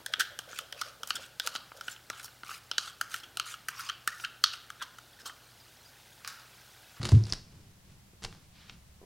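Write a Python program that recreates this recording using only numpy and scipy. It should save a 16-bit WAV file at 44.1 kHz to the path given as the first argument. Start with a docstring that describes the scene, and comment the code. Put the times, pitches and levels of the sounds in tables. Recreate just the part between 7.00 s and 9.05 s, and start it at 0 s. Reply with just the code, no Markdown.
"""A small plastic bag of hardware crinkles as it is picked off a cloth-covered table and laid down again.
Its film buckles in snaps over a fine crackle; a stiff crease pops as the bag swings, and it lands with
a soft thud and a puff of air. A hand bumps the table and rings its modes. The moving arm rumbles and
brushes back over the cloth, and a few light taps follow, in a quiet room."""
import sys
import numpy as np
from scipy import signal
from scipy.fft import rfft, irfft, next_fast_len
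from scipy.io import wavfile

SR = 44100
rng = np.random.default_rng(int(sys.argv[2]) if len(sys.argv) > 2 else 0)


def unload_wav(signal):
    """Save mono or channel-first audio to the path in sys.argv[1] as 16-bit WAV at rate SR, clipped to [-1, 1]."""
    wavfile.write(
        sys.argv[1],
        SR,
        np.round(np.clip(np.atleast_2d(signal).T, -1, 1) * 32767).astype(np.int16),
    )


N = 90404
T = np.arange(N) / SR


def film_snaps():
    """Single buckles of the film, some brighter than others."""
    # buckles: (time [s], level [dB], treble edge [Hz], decay [s])
    snaps = [(0.0145, -41, 6100, 0.0013), (0.017, -35, 6000, 0.0064), (0.0303, -27, 7250, 0.0029),
             (0.036, -33.5, 8000, 0.0014), (0.0461, -33, 8200, 0.001), (0.053, -22.5, 10500, 0.0038),
             (0.0585, -36, 8840, 0.004), (0.0685, -33.5, 8000, .002), (0.0899, -26.5, 6950, 0.001),
             (0.0923, -27, 11000, 0.0036), (0.1182, -29, 11000, 0.0026), (0.1205, -27.5, 1400, 0.003),
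             (0.1495, -35, 3500, 0.0022), (0.1795, -40, 3000, 0.0012), (0.267, -38.5, 10200, .003),
             (0.3254, -29, 13100, 0.003), (0.3341, -27.5, 7200, 0.0014), (0.3366, -35, 11000, 0.0027),
             (1.2222, -38, 7050, 0.012), (1.233, -38.5, 6500, 0.00049), (1.2389, -30.5, 10100, 0.00095),
             (1.248, -29, 7500, 0.0011), (1.2519, -35.5, 5470, 0.0011), (1.2621, -38, 3500, 0.0022),
             (1.3267, -41.5, 4960, 0.0011), (1.349, -49.5, 5030, 0.0014)]
    # film spectrum: (frequency [Hz], level [dB])
    spectrum = [(150, 5.5), (400, 1.5), (800, 2), (1400, 2), (2500, -3), (4500, 1.5), (7000, -4.5),
                (10500, -8.5), (13000, -22.5), (16000, -7.5)]
    out = np.zeros(N)
    for s, db, edge_hz, decay_s in snaps:
        lowpass = signal.butter(2, edge_hz, fs=SR, output="sos")
        add(out, s, from_db(db) * signal.sosfilt(lowpass, crack(decay_s, flutter=0.47)))
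    return colour(out, spectrum)


def film_crackle():
    """Countless tiny creases give way while the bag is worked; the harder, the brighter."""
    # handling effort: (time [s], level [dB])
    handling = [(0, -56), (0.03, -56.5), (0.06, -44.5), (0.08, -47), (0.11, -45.5), (0.14, -50),
                (0.17, -54), (0.22, -57), (0.3, -50.5), (0.35, -54), (0.42, -72), (0.56, -64.5),
                (0.8, -77.5), (0.92, -63.5), (1.02, -92), (1.21, -72), (1.23, -56), (1.25, -43),
                (1.29, -85), (1.33, -62.5), (1.46, -68.5), (1.55, -94)]
    # crackle spectrum: (frequency [Hz], level [dB])
    spectrum = [(100, -5.5), (400, 4.5), (800, -0.5), (1400, 1.5), (2500, 1), (5000, 3), (7000, -3),
                (10500, -7), (13000, -23), (16000, -40)]
    rate_per_s, spread_db, gentle_edge_hz = 5000, 3.5, 5500
    sizes = from_db(spread_db * np.minimum(rng.exponential(1, N), 4))
    signs = rng.choice([-1, 1], N)
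    grains = unit_rms(sizes * signs * (rng.random(N) < rate_per_s / SR))
    dull = signal.sosfilt(signal.butter(1, gentle_edge_hz, fs=SR, output="sos"), grains)
    effort = envelope(handling)
    brightness = (effort / effort.max()) ** 0.34
    return colour(effort * (brightness * grains + (1 - brightness) * dull), spectrum)


def crease_pops():
    """A taut crease flips over: a few cycles that swell and die in about a millisecond."""
    # crease flips: (time [s], level [dB], pitch [Hz])
    pops = [(0.2382, -29.5, 5220), (0.254, -33.5, 4800), (0.2685, -39, 4300), (0.2988, -32, 5500),
            (0.303, -33, 5760), (0.3241, -12, 4950), (0.3342, -28, 5200), (0.3362, -24, 5200),
            (1.2403, -36, 5700), (1.2477, -26.5, 3060), (1.2501, -25, 4740)]
    width_hz = 1730
    out, t = np.zeros(N), T[:SR // 20]
    swell = (t * np.exp(-np.pi * width_hz * t / 2)) ** 2
    for s, db, hz in pops:
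        add(out, s, from_db(db) * swell / swell.max() * np.sin(2 * np.pi * hz * t))
    return out


def air_puffs():
    """The bag shoves air aside: heavily damped swings of pressure."""
    # puffs: (time [s], level [dB], frequency [Hz], t60 [s])
    puffs = [(0.324, -20.5, 91, .022), (0.334, -39.5, 28, 0.21), (1.24, -40, 19, 0.32),
             (1.247, -47, 79, .025), (1.704, -49, 35, 0.17)]
    out = np.zeros(N)
    for s, db, hz, t60_s in puffs:
        add(out, s, from_db(db) * np.sin(2 * np.pi * hz * T) * np.exp(-np.log(1000) * T / t60_s))
    return out


def table_bumps():
    """A hand bumps the table, later the bag lands with a soft thud; the top radiates little deep bass."""
    # blows on the table: (time [s], level [dB], contact [s])
    bumps = [(0.006, -23, 0.011), (0.0332, -26, 0.0022), (0.0505, -37, 0.00089), (0.058, -23.5, 0.0093),
             (0.1192, -39, 0.00098), (0.1221, -10.5, 0.0042), (0.1309, 2, 0.0084), (0.1434, -2.2, 0.00395),
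             (0.168, -5, 0.00464), (0.2416, -12.5, 0.012), (1.1345, -50.5, 0.0027), (1.2425, -49, .002),
             (1.252, -42, 0.0012), (1.32, -51, 0.0016)]
    # table modes: (frequency [Hz], level [dB], t60 [s])
    modes = [(106.95, 2, 0.21), (124.2, -7.5, 0.17), (189, -27.5, 0.6), (223, -13, 0.27), (280, -22, 0.16),
             (356.8, -8, 0.23)]
    radiation = signal.butter(2, 150, "high", fs=SR, output="sos")
    return signal.sosfilt(radiation, struck(bumps, modes))


def light_taps():
    """A dry tick and some dull little knocks."""
    # dry tick: (time [s], level [dB])
    ticks = [(1.6964, -35)]
    # tick spectrum: (frequency [Hz], level [dB])
    spectrum = [(150, -6), (700, 0), (1200, -1), (1900, 7.5), (3800, 4.5), (6000, -2), (9000, -30),
                (15000, -35)]
    # soft taps: (time [s], level [dB])
    taps = [(0.1195, -28), (0.1225, -22.5), (1.1345, -51), (1.2425, -49.5), (1.2554, -43.5),
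            (1.2643, -44.5), (2.016, -41.5), (2.029, -43.5), (2.034, -45), (2.0392, -42.5)]
    # tap modes: (frequency [Hz], level [dB], t60 [s])
    modes = [(173, -11, 0.017), (394.6, -5, 0.024), (486, -9.5, 0.036), (676, -10, 0.026),
             (985, -13, 0.024), (1940, -13, 0.053)]
    contact_s = 0.0007
    clicks = np.zeros(N)
    for s, db in ticks:
        add(clicks, s, from_db(db) * crack(decay_s=0.0025, flutter=0.21))
    knocks = struck([(s, db, contact_s) for s, db in taps], modes)
    return colour(clicks, spectrum) + knocks


def cloth_brush():
    """Friction noise as the arm brushes back over the cloth."""
    # stroke: (time [s], level [dB])
    stroke = [(1.48, -84), (1.56, -61), (1.62, -58), (1.66, -61.5), (1.69, -57), (1.74, -63.5), (1.8, -80)]
    # cloth spectrum: (frequency [Hz], level [dB])
    spectrum = [(200, 5.5), (700, -0.5), (1300, 4.5), (2200, 5), (4500, 5.5), (7000, -7.5), (12000, -18)]
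    return envelope(stroke) * noise(spectrum)


def arm_rumble():
    """Dull rumble while the arm moves."""
    # movement: (time [s], level [dB])
    movement = [(0, -40.5), (0.09, -41.5), (0.2, -42), (0.36, -53), (0.48, -60.5), (0.56, -56), (0.68, -58),
                (0.82, -67.5), (0.93, -58.5), (1.04, -66), (1.21, -67), (1.25, -55), (1.33, -58),
                (1.42, -64), (1.66, -69), (1.73, -56), (1.83, -65), (2.05, -70)]
    # rumble spectrum: (frequency [Hz], level [dB])
    spectrum = [(20, -11), (60, -4.5), (140, 2), (220, -9), (330, -13), (550, -23.5), (1000, -26),
                (3000, -70)]
    return envelope(movement) * noise(spectrum)


def room_tail(x):
    """Diffuse, slightly dull tail that dies at its own rate in each band."""
    # room decay: (frequency [Hz], t60 [s])
    decay = [(100, 0.52), (1000, 0.33), (4800, 0.38), (7500, 0.43), (12000, 0.44)]
    delay_s, treble_edge_hz = 0.007, 9000
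    t, tail = T[:SR // 2], 0
    edges_hz = np.geomspace(60, 16000, 16)
    for low, high in zip(edges_hz, edges_hz[1:]):
        bandpass = signal.butter(2, [low, high], "band", fs=SR, output="sos")
        band = signal.sosfilt(bandpass, rng.standard_normal(len(t)))
        tail = tail + band * np.exp(-np.log(1000) * t / at_hz(decay, np.sqrt(low * high)))
    tail = tail * (t > delay_s)
    lowpass = signal.butter(2, treble_edge_hz, fs=SR, output="sos")
    response = signal.sosfilt(lowpass, tail / np.sqrt(np.sum(tail ** 2)))
    return signal.fftconvolve(x, response)[:N]


def noise_floor():
    """Steady background (mid, side): low noise in the centre, hiss that differs between the ears."""
    # centre spectrum: (frequency [Hz], level [dB])
    centre = [(20, 5), (40, -1), (65, 9.5), (100, 1.5), (140, -0.5), (195, 5.5), (260, -28.5), (500, -14.5),
              (1000, -17), (2500, -19), (5000, -20.5), (10000, -23.5), (15500, -27.5)]
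    # side hiss spectrum: (frequency [Hz], level [dB])
    hiss = [(25, 12), (60, 13), (125, 9), (500, 3.5), (2000, 0.5), (8000, -1.5), (15500, -6.5)]
    return from_db(-59.5) * noise(centre), from_db(-65.5) * noise(hiss)


def crack(decay_s, flutter):
    """A click with a dying flutter behind it; energy of 1 ms at unit rms."""
    t = T[:SR // 20]
    burst = flutter * rng.standard_normal(len(t)) * np.exp(-t / decay_s)
    burst[0] = 1
    return burst * np.sqrt(SR / 1000 / np.sum(burst ** 2))


def struck(blows, modes):
    """Half-sine contacts, centred on their times, set a body's modes ringing."""
    force = np.zeros(N)
    for s, db, contact_s in blows:
        push = np.sin(np.pi * np.minimum(T[:SR // 20] / contact_s, 1))
        add(force, s - contact_s / 2, from_db(db) * push / push.sum())
    return sum(from_db(db) * ring(force, hz, t60_s) for hz, db, t60_s in modes)


def ring(x, hz, t60_s):
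    """One mode: a unit click starts a decaying sine of height 1."""
    radius, angle = from_db(-60 / (t60_s * SR)), 2 * np.pi * hz / SR
    return signal.lfilter([0, np.sin(angle)], [1, -2 * radius * np.cos(angle), radius ** 2], x + 1e-18)


def colour(x, spectrum):
    """Minimum-phase filter with the given spectrum and unit power gain."""
    size = 2 * next_fast_len(len(x))
    bins_hz = np.arange(size // 2 + 1) * SR / size
    gain = unit_rms(from_db(at_hz(spectrum, bins_hz)))
    cepstrum = irfft(np.log(gain))
    cepstrum[1:size // 2] *= 2  # fold onto positive time
    cepstrum[size // 2 + 1:] = 0
    return irfft(rfft(x, size) * np.exp(rfft(cepstrum)))[:len(x)]


def noise(spectrum):
    """Coloured noise, rms 1."""
    return unit_rms(colour(rng.standard_normal(N), spectrum))


def at_hz(points, hz):
    """Read a table on a log-frequency axis."""
    points_hz, values = np.transpose(points)
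    return np.interp(np.log(np.maximum(hz, 1)), np.log(points_hz), values)


def envelope(points):
    """Gain over time from (time [s], level [dB]) points."""
    return from_db(np.interp(T, *np.transpose(points)))


def add(out, start_s, sound):
    """Mix a sound in at a time."""
    i = max(int(start_s * SR), 0)
    out[i:i + len(sound)] += sound[:N - i]


def from_db(db):
    """Decibels to gain."""
    return 10 ** (np.asarray(db) / 20)


def unit_rms(x):
    """Scale to rms 1."""
    return x / np.sqrt(np.mean(x ** 2) + 1e-20)


def scene():
    """All sources centred; only the room tail and the hiss differ between the ears."""
    near = film_snaps() + film_crackle() + light_taps() + cloth_brush()
    pops = crease_pops()
    send = from_db(-11.5) * near + from_db(-14.5) * pops
    centre = near + pops + air_puffs() + table_bumps() + room_tail(send) + arm_rumble()
    floor_mid, floor_side = noise_floor()
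    mid = centre + floor_mid
    side = from_db(-31) * room_tail(send) + floor_side
    return np.array([mid + side, mid - side])


def record(dry):
    """Steep low-pass at 15.9 kHz."""
    return signal.sosfilt(signal.ellip(10, .1, 80, 15900, fs=SR, output="sos"), dry)


dry = scene()
out = record(dry)
unload_wav(out)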